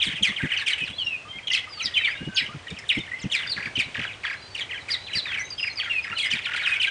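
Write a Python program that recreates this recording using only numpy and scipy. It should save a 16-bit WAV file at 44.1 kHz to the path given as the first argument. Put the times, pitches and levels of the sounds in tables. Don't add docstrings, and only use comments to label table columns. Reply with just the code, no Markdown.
import sys
import numpy as np
from scipy import signal
from scipy.fft import rfft, irfft
from scipy.io import wavfile
from scipy.ndimage import uniform_filter1d

SR = 44100
rng = np.random.default_rng(int(sys.argv[2]) if len(sys.argv) > 2 else 0)


def ratio(d):
    e = np.asarray(d, float) / 20
    return 10 ** e


def int16_out(signal):
    q = np.round(np.clip(np.atleast_2d(signal).T, -1, 1) * 32767)
    wavfile.write(sys.argv[1], SR, q.astype(np.int16))


N = 304290

SLACK_HZ, STROKE_SLACK_HZ = 1200, 1340
SAG_OCT_S = -2.2


def coloured(points):
    hz, db = np.transpose(points)
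    f = np.maximum(np.arange(N // 2 + 1) * SR / N, 1)
    gain = ratio(np.interp(np.log(f), np.log(hz), db))
    x = irfft(rfft(rng.standard_normal(N)) * gain, N)
    return x / np.std(x)


def walk(rate):
    k = int(SR / rate)
    steps = np.repeat(rng.standard_normal(N // k + 1), k)
    x = uniform_filter1d(uniform_filter1d(steps, k), k)[:N]
    return x / np.std(x)


def swell(u, rise, fall):
    opening = np.sin(np.pi / 2 * np.clip(u / rise, 0, 1)) ** 2
    closing = np.sin(np.pi / 2 * np.clip((1 - u) / fall, 0, 1)) ** 2
    return opening * closing


def garden(sway_db=-0.78, lift_db=1.):
    # f/Hz, level/dB per Hz
    floor = [(15, -46), (25, -10), (97, 10.5), (192, -3), (595, 0.5), (983, -2), (2140, -2.5), (3130, -5),
             (4230, -9), (9460, -19.5), (10200, -33.5), (13300, -59), (22000, -120)]
    return ratio(-47.5 + lift_db + sway_db * walk(2.846)) * coloured(floor)


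def wind(lull_db=-63.0, gusty_db=2.5, flap_db=0.5, gain_db=-7.0, length=0.056):
    # t/s, peak level/dB
    puffs = [(0.067, -27), (0.129, -36), (0.207, -28), (0.284, -29), (0.431, -15), (0.817, -31),
             (0.895, -33), (1.349, -40), (1.842, -32.5), (2.21, -24), (2.268, -21), (2.417, -34.5),
             (2.477, -37), (2.546, -30), (2.709, -24.5), (2.971, -18), (3.242, -19), (3.566, -33),
             (3.66, -32), (3.772, -27), (3.859, -36), (3.983, -26.5), (5.155, -29.5), (6.1, -38),
             (6.328, -29)]
    # f/Hz, level/dB per Hz
    rumble = [(18, -47), (30, -13.5), (161, 4.5), (285, -2.5), (362, -10), (524, -16.5), (697, -28.5),
              (900, -28), (1170, -61), (1980, -120)]
    push = ratio(lull_db + gusty_db * walk(11))
    for s, db in puffs:
        i = max(int((s - .006) * SR), 0)
        u = np.linspace(0, 1, min(int(length * SR), N - i))
        push[i:i + len(u)] += ratio(db + gain_db) * swell(u, 0.28, 0.82)
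    return push * ratio(flap_db * walk(70)) * coloured(rumble)


def drift(rows, octaves_per_s):
    return [(s, length, hz, hz * 2 ** (octaves_per_s * length), db) for s, length, hz, db in rows]


def relax(rows, tau_s, slack_hz):
    return [(s, length, hz, slack_hz + (hz - slack_hz) * np.exp(-length / tau_s), db)
            for s, length, hz, db in rows]


def sing(notes, over_db, rise, fall, rasp_db, bend, beat=0., hiss_db=-40., burr_db=3., waver=.011,
         rolloff_db=-9., slack_hz=0.):
    throat_low_hz, throat_high_hz = 1120, 5800
    beak_hz, beak_width_hz, beak_lift = 3000, 750, .7
    beat_hz = 710
    # f/Hz, level/dB
    breath = [(3000, -37.5), (6500, 3), (8500, 7.5), (11000, -4.5)]
    out = np.zeros(N)
    burr, wobble, air = walk(260), walk(200), walk(1800)
    hiss = coloured(breath)
    for s, length, start_hz, end_hz, db in notes:
        i = int(s * SR)
        u = np.linspace(0, 1, min(int(length * SR), N - i))
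        here = slice(i, i + len(u))
        span = (start_hz - slack_hz) * ((end_hz - slack_hz) / (start_hz - slack_hz)) ** (u ** bend)
        hz = (slack_hz + span) * (1 + waver * wobble[here])
        phase = 2 * np.pi * np.cumsum(hz) / SR
        throat = 1 / (1 + (throat_low_hz / hz) ** 4) / (1 + (hz / throat_high_hz) ** 2)
        throat = throat * (1 + beak_lift / (1 + ((hz - beak_hz) / beak_width_hz) ** 2))
        rasp = ratio(rasp_db) * air[here]
        voice = throat / throat.max() * np.sin(phase) * (1 + rasp)
        for k in (2, 3, 4):
            muffle = (1 + (k * hz / throat_high_hz) ** 4) ** .5
            breathy = (1 + k * rasp) / muffle * (k * hz < .4 * SR)
            voice = voice + ratio(over_db + rolloff_db * (k - 2)) * breathy * np.sin(k * phase)
        voice = voice * (1 + beat * np.cos(2 * np.pi * beat_hz * u * length))
        voice = voice + ratio(hiss_db) * hiss[here]
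        out[here] += ratio(db + burr_db * burr[here]) * swell(u, rise, fall) * voice
    return out


def colony(count=800, top_hz=3300., spread=.45, octaves_per_s=24.0, gain_db=0.0):
    # t/s, level/dB
    chatter = [(0, -31), (.34, -41), (.5, -34), (.88, -36), (.95, -67.5), (1.48, -61), (1.53, -37),
               (1.68, -51), (2.05, -38), (2.25, -50.5), (3.25, -45), (3.4, -37), (3.6, -51), (4.5, -55.5),
               (5.7, -49), (5.85, -41.5), (6.14, -42), (6.2, -33), (6.4, -39), (6.62, -34), (6.9, -35.5)]
    chance = rng.random((count, 4)).T
    s = chance[0] * (N / SR - .01)
    length = .015 + .035 * chance[1]
    start_hz = top_hz * 2 ** (spread * (2 * chance[2] - 1))
    db = np.interp(s, *np.transpose(chatter)) + gain_db - 8 * chance[3]
    notes = zip(s, length, start_hz, start_hz * 2 ** (-octaves_per_s * length), db)
    return sing(notes, over_db=-19., rise=.25, fall=.4, rasp_db=-14., bend=.8, hiss_db=-30.)


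def chips():
    # t/s, length/s, start f/Hz, level/dB
    chews = [(0, 0.026, 3450, -26), (.016, 0.022, 4010, -21), (.089, 0.012, 3905, -32.5),
             (.36, 0.075, 3686, -29.5), (.415, 0.044, 2700, -30), (.491, 0.048, 3120, -33),
             (1.385, 0.02, 2530, -35.5), (1.549, 0.04, 5850, -31.5), (1.573, 0.031, 2560, -41),
             (2.82, .032, 2450, -39), (.305, .025, 2400, -34), (2.045, 0.057, 3890, -23),
             (2.07, 0.045, 2466, -34), (2.359, 0.048, 4560, -26), (2.377, 0.05, 3630, -24),
             (2.765, 0.049, 3300, -39), (2.889, 0.047, 3920, -22.5), (4.691, 0.028, 2550, -36),
             (4.709, 0.054, 3300, -32), (5.065, 0.052, 3880, -37), (5.113, 0.025, 2980, -39),
             (5.779, 0.026, 2575, -33), (5.797, 0.031, 3500, -26.5), (3.757, .032, 6300, -35),
             (4.13, .025, 4100, -42), (6.308, 0.038, 6450, -34), (4.893, .03, 4500, -38),
             (6.813, 0.062, 5800, -27.5), (4.775, 0.031, 2630, -39), (6.829, .04, 3300, -23),
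             (5.853, .02, 2400, -36)]
    # t/s, length/s, start f/Hz, level/dB
    drawls = [(.024, 0.077, 6500, -29), (.397, 0.089, 3890, -42.5), (.515, 0.068, 3266, -29),
              (.84, 0.079, 6040, -43), (1.518, 0.018, 5160, -32), (1.581, 0.025, 3960, -33.5),
              (1.938, 0.082, 3754, -25), (2.112, 0.039, 2809, -29), (2.353, 0.045, 3200, -33.5),
              (2.925, 0.016, 4040, -35), (2.974, .019, 3450, -33.5), (3.197, 0.075, 5030, -44),
              (3.211, 0.035, 8000, -41), (3.47, .012, 5100, -33), (4.048, 0.091, 4300, -36.5),
              (.563, .034, 3300, -25), (2.68, .025, 3120, -40), (.148, .06, 3700, -37),
              (4.249, 0.047, 3640, -34.5), (4.563, .036, 4850, -37.5), (5.429, 0.013, 2140, -37),
              (6.437, 0.059, 4590, -31), (6.627, 0.085, 4360, -27.5), (6.355, .036, 3900, -32),
              (6.208, .052, 4900, -31), (3.795, .032, 4850, -33), (5.325, .06, 2900, -33),
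              (5.905, .06, 2750, -37), (2.085, .04, 4000, -40), (1.515, .045, 6600, -33),
              (1.54, .03, 5600, -34), (1.85, .03, 5400, -33), (6.235, .045, 4200, -34),
              (3.365, .04, 4500, -35), (3.415, .04, 3700, -35), (6.55, 0.064, 4680, -36),
              (3.338, 0.047, 5470, -28.5)]
    notes = relax(drawls, .055, SLACK_HZ) + relax(chews, .03, SLACK_HZ)
    return ratio(3.0) * sing(notes, over_db=-29.0, rise=0.083, fall=0.41, rasp_db=-12.0, bend=1,
                           slack_hz=SLACK_HZ)


def rasps():
    # t/s, length/s, start f/Hz, level/dB
    bursts = [
        (6.168, .125, 4200, -65),
        (.015, .09, 4000, -66),
        (6.8, .08, 4200, -69),
        (6.66, .07, 4000, -71),
        (2.88, .03, 4500, -68),
    ]
    return sing(drift(bursts, SAG_OCT_S), over_db=-30., rise=.15, fall=.5, rasp_db=0., bend=1, hiss_db=20.)


def hooks():
    rest_hz, tau_s = 1960, .02
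    # t/s, length/s, start f/Hz, level/dB
    calls = [
        (.023, .036, 2600, -27),
        (2.416, .042, 2500, -27),
        (2.94, .055, 2600, -27),
        (4.108, .03, 2800, -36),
        (6.193, .098, 3400, -27),
        (5.365, .08, 2800, -28),
        (1.789, .05, 4100, -30),
    ]
    return ratio(1.) * sing(relax(calls, tau_s, rest_hz), over_db=-25., rise=.2, fall=.4, rasp_db=-12., bend=1,
                          hiss_db=-30., slack_hz=rest_hz)


def rattles(uneven_s=.0007, uneven_db=1., uneven_hz=100., snap_s=.016):
    # t/s, length/s, period/s, top f/Hz, level/dB
    runs = [(3.392, .065, .026, 2900, -35), (3.562, .11, .031, 2700, -32), (3.942, .11, .0235, 3900, -31),
            (4.233, .11, .031, 2800, -30), (5.252, .135, .03, 2950, -33), (5.815, .07, .028, 2600, -36),
            (6.038, .1, .028, 3000, -33), (6.452, .12, .027, 3400, -31), (6.607, .16, .025, 3400, -30),
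            (.5, .13, .035, 2400, -36), (6.24, .15, .028, 3800, -33), (.03, .11, .03, 2600, -36)]
    notes = []
    for s, length, period, hz, db in runs:
        at = np.arange(s, s + length, period)
        late, loud, sharp = rng.standard_normal((12, 3))[:len(at)].T
        rows = zip(at + uneven_s * late, period + 0 * at, hz + uneven_hz * sharp, db + uneven_db * loud)
        notes += relax(rows, period - snap_s, STROKE_SLACK_HZ)
    return notes


def strokes():
    # t/s, length/s, start f/Hz, level/dB
    singles = [
        (4.028, .035, 3300, -34),
        (6.771, 0.028, 1880, -38),
    ]
    notes = relax(singles, .014, STROKE_SLACK_HZ) + rattles()
    return ratio(3.0) * sing(notes, over_db=-20.5, rise=0.14, fall=0.27, rasp_db=-5.5, bend=1, burr_db=2.5,
                           slack_hz=STROKE_SLACK_HZ)


def slurs():
    # t/s, length/s, start f/Hz, level/dB
    quick = [(.095, .07, 3700, -33), (.71, .04, 4300, -31), (1.54, .085, 4800, -31), (3.81, .04, 2600, -34),
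             (3.445, .04, 2400, -35), (.575, .02, 2400, -32), (3.82, .025, 3300, -35),
             (4.62, .035, 2250, -39), (6.858, .03, 4400, -33), (.599, .021, 3080, -30),
             (.837, 0.026, 3020, -30), (.875, 0.016, 2830, -32.5), (1.47, 0.017, 3415, -21),
             (1.845, 0.054, 4490, -31.5), (2.444, .032, 3569, -34.5), (2.665, 0.015, 1980, -34),
             (4.6, 0.038, 3820, -28.5), (4.92, 0.055, 2386, -33.5), (6.756, .024, 2910, -28.5),
             (.454, 0.032, 2284, -29.5), (1.5, 0.019, 3040, -22.5), (6.346, 0.019, 2020, -29),
             (.73, 0.013, 3100, -18.5), (6.592, 0.02, 2420, -24.5), (5.338, .032, 3310, -29.5)]
    # t/s, length/s, start f/Hz, level/dB
    glides = [
        (.57, 0.068, 4940, -34),
        (.573, .014, 5950, -38),
        (1.836, .04, 5550, -27.5),
        (2.354, .07, 5070, -23.5),
        (4.915, 0.029, 5800, -33),
        (5.161, 0.051, 5890, -34),
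        (5.831, 0.042, 3510, -32),
        (6.656, 0.061, 5750, -41.5),
        (6.868, .03, 3250, -28),
        (.721, 0.014, 4060, -30.5),
    ]
    notes = relax(glides, .13, SLACK_HZ) + relax(quick, .072, SLACK_HZ)
    return ratio(0.5) * sing(notes, over_db=-21.5, rise=0.21, fall=0.49, rasp_db=-6.0, bend=0.97, beat=0.14,
                           slack_hz=SLACK_HZ)


def cheers():
    rest_hz, tau_s = 1720, .028
    # t/s, length/s, start f/Hz, level/dB
    calls = [
        (.221, .1, 3800, -19),
        (1.527, .08, 3540, -21),
        (3.312, .108, 3950, -23),
        (6.3, .08, 3850, -23),
    ]
    return ratio(2.) * sing(relax(calls, tau_s, rest_hz), over_db=-14., rise=.12, fall=.8, rasp_db=-9.,
                          bend=1.15, beat=.15, burr_db=4., hiss_db=-28., slack_hz=rest_hz)


def whistles():
    # t/s, length/s, start f/Hz, level/dB
    rising = [(.94, .05, 3850, -47), (1.25, 0.038, 1160, -45.5), (1.511, .034, 1988, -29.5),
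              (2.05, .088, 4180, -46), (1.77, .06, 1200, -47), (2.14, .045, 3480, -47),
              (4.31, .04, 4700, -52), (6.672, .025, 2520, -27), (2.525, .02, 1350, -47),
              (2.19, 0.052, 1493, -46), (2.49, 0.029, 1157, -42.5), (3.113, .05, 1900, -32),
              (4.36, .055, 3950, -51), (5.392, .035, 5710, -39.5), (6.755, 0.018, 2195, -26)]
    # t/s, length/s, start f/Hz, level/dB
    held = [(1.279, 0.11, 3136, -41), (1.329, 0.044, 2107, -42.5), (1.428, 0.023, 3200, -45),
            (1.813, 0.035, 3970, -38.5), (1.962, 0.027, 3060, -19), (2.16, .15, 2800, -45.5),
            (2.319, 0.075, 1519, -41.5), (2.922, 0.086, 5240, -53), (3.214, 0.027, 2070, -41),
            (3.552, .15, 4570, -52), (5.004, 0.11, 3970, -44), (5.096, 0.15, 3900, -44),
            (5.44, 0.075, 6250, -48), (5.436, 0.067, 3820, -50), (5.728, .034, 6260, -54),
            (6.59, 0.061, 4300, -55.5), (4.24, .065, 4500, -51), (6.025, .03, 5010, -44),
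            (2.39, .07, 1620, -42), (1.04, .06, 5450, -50), (1.06, .05, 3820, -51), (6.255, .03, 4950, -40),
            (2.285, .035, 1550, -48), (1.625, .03, 2050, -42), (4.39, .1, 4020, -51),
            (4.5, .055, 4520, -51), (3.47, .03, 3580, -41), (5.93, .09, 4200, -53),
            (3.088, .015, 2050, -40), (6.875, .024, 2350, -33), (.93, .015, 3400, -39),
            (6.198, .014, 3330, -24), (6.115, .012, 2750, -33)]
    # t/s, length/s, start f/Hz, level/dB
    sagging = [(.778, .03, 2704, -33), (1.056, 0.12, 2880, -30.5), (1.168, 0.071, 2820, -43.5),
               (1.687, 0.14, 5170, -42.5), (1.98, .053, 4000, -41), (2.0, .035, 2730, -32.5),
               (.805, .04, 2620, -31), (.81, .025, 3020, -35), (5.222, .028, 4050, -40),
               (5.502, 0.047, 4910, -37), (5.698, 0.031, 4350, -38.5), (5.893, 0.117, 2856, -26),
               (6.149, .04, 4180, -42), (6.229, .06, 2246, -31), (6.87, .027, 1620, -30),
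               (2.998, 0.026, 3690, -39), (2.035, 0.028, 2380, -22.5), (6.715, 0.032, 2554, -24.5)]
    # t/s, length/s, start f/Hz, level/dB
    falling = [(.277, .035, 3650, -36), (.98, .062, 3420, -29), (.989, 0.053, 4670, -44),
               (3.191, .02, 5400, -47.5), (3.385, .03, 3720, -33.5), (3.835, .018, 4100, -41),
               (4.742, 0.033, 3300, -35), (5.256, 0.068, 3900, -35), (2.345, .02, 6700, -40),
               (2.37, .03, 5450, -30), (5.756, 0.046, 5100, -32), (6.687, .02, 3740, -35.5),
               (1.824, .018, 6300, -36), (2.787, .014, 5400, -41), (2.704, .012, 3750, -38),
               (2.704, .012, 2400, -39)]
    # t/s, length/s, start f/Hz, level/dB
    lasting = [
        (5.574, .12, 5080, -35),
        (4.41, .09, 4780, -53),
    ]
    notes = drift(rising, 3.5) + drift(held, .4) + drift(sagging, SAG_OCT_S)
    notes += drift(falling, -5.) + drift(lasting, -.4)
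    return ratio(3.5) * sing(notes, over_db=-30.5, rise=0.096, fall=0.2, rasp_db=-17.5, bend=1, burr_db=2.5,
                           waver=0.0038)


def gulps():
    # t/s, length/s, start f/Hz, level/dB
    low = [(.45, .015, 1620, -33), (1.668, .025, 1270, -44), (1.7, .02, 1220, -47),
           (1.922, .016, 1950, -38), (2.002, .022, 1850, -34), (2.15, .022, 1660, -38),
           (3.075, .014, 1850, -38), (3.032, .016, 2120, -40), (4.742, .035, 1680, -38),
           (5.1, .028, 1720, -39), (5.315, .014, 1560, -36), (5.343, .016, 1540, -34),
           (5.4, .025, 1680, -39), (5.865, .03, 1430, -39), (6.07, .016, 1350, -38), (6.1, .014, 1200, -37),
           (6.124, .022, 1380, -36), (6.465, .018, 1450, -36), (6.488, .014, 1450, -34),
           (6.51, .016, 1500, -34), (6.538, .02, 1450, -33), (6.63, .02, 1480, -36),
           (6.668, .022, 1420, -35), (6.7, .012, 1400, -36), (6.835, .012, 1550, -35),
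           (.32, .014, 1200, -39), (1.835, .025, 2100, -38), (1.865, .04, 1950, -40), (.4, .022, 1600, -34),
           (5.79, .014, 1250, -42)]
    return ratio(1.) * sing(drift(low, SAG_OCT_S), over_db=-25., rise=.25, fall=.4, rasp_db=-10., bend=1)


def bright_calls():
    # t/s, length/s, start f/Hz, level/dB
    calls = [
        (.659, 0.041, 3350, -24),
        (.671, 0.092, 4300, -25),
        (.688, 0.038, 3350, -29.5),
        (3.781, .05, 3520, -21.5),
        (4.544, 0.045, 3380, -31),
        (4.573, 0.063, 3300, -31.5),
        (4.878, 0.051, 2740, -30),
        (5.126, 0.074, 3633, -28),
        (6.177, .035, 5300, -26),
        (6.556, 0.039, 2660, -31),
    ]
    return ratio(2.0) * sing(relax(calls, .034, SLACK_HZ), over_db=-15.5, rise=0.18, fall=.68, rasp_db=-8.5,
                           bend=1, beat=0.1, hiss_db=-25.5, slack_hz=SLACK_HZ)


def clicks(decay_s=.005, band_hz=(2800., 7000.)):
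    # t/s, level/dB
    snaps = [
        (2.703, -31),
        (2.789, -31),
        (2.988, -34),
    ]
    push = np.zeros(N)
    for s, db in snaps:
        i = int(s * SR)
        push[i:] += ratio(db) * np.exp(-np.arange(N - i) / SR / decay_s)
    band = signal.butter(2, band_hz, "band", fs=SR, output="sos")
    return signal.sosfilt(band, push * rng.standard_normal(N))


def arched_calls():
    # t/s, length/s, start f/Hz, end f/Hz, level/dB
    calls = [
        (3.491, .053, 4790, 3350, -22),
        (4.9, 0.057, 4840, 3110, -19.5),
        (5.148, .062, 4760, 3140, -20.5),
        (5.578, 0.035, 3250, 2010, -29.5),
        (5.627, 0.027, 2810, 1440, -23.5),
        (5.665, .03, 2550, 1600, -24),
        (3.752, .035, 3100, 2000, -29),
        (6.16, .045, 3000, 2000, -27),
        (6.795, .036, 3150, 2000, -23),
        (4.797, .036, 4200, 3500, -46),
    ]
    return ratio(2.0) * sing(calls, over_db=-25.0, rise=0.15, fall=0.3, rasp_db=-14.0, bend=2.4, beat=0.15,
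                           hiss_db=-36.0)


def martins():
    return (chips() + rasps() + hooks() + strokes() + slurs() + cheers() + whistles() + gulps()
            + bright_calls() + arched_calls())


def scatter(x, ground_s=.009, ground_db=-15., wall_s=.026, wall_db=-19., dull_hz=4000.):
    leaves_t60_s, leaves_db = .35, -15
    twigs_t60_s, twigs_db = .11, -10
    t = np.arange(SR // 2) / SR
    tail = rng.standard_normal(len(t)) * np.exp(-np.log(1000) * t / leaves_t60_s) * np.minimum(t / 0.01, 1)
    tail = signal.sosfilt(signal.butter(1, dull_hz, fs=SR, output="sos"), tail)
    tail = ratio(leaves_db) * tail / np.sqrt(np.sum(tail ** 2))
    near = rng.standard_normal(len(t)) * np.exp(-np.log(1000) * t / twigs_t60_s)
    tail = tail + ratio(twigs_db) * near / np.sqrt(np.sum(near ** 2))
    tail[0] = 1
    tail[int(ground_s * SR)] += ratio(ground_db)
    tail[int(wall_s * SR)] += ratio(wall_db)
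    return signal.fftconvolve(x, tail)[:N]


def scene():
    birds = scatter(martins() + colony() + clicks())
    return (garden() + wind() + birds)[None, :]


def low_pass(x):
    return signal.sosfilt(signal.butter(12, 10480, fs=SR, output="sos"), x)


def record(dry):
    rounded = np.tanh(1.6 * dry) / 1.6
    top_cut = signal.ellip(10, .2, 80, 10190, fs=SR, output="sos")
    mix = signal.sosfilt(top_cut, rounded)
    return low_pass(mix)


dry = scene()
out = record(dry)
int16_out(out)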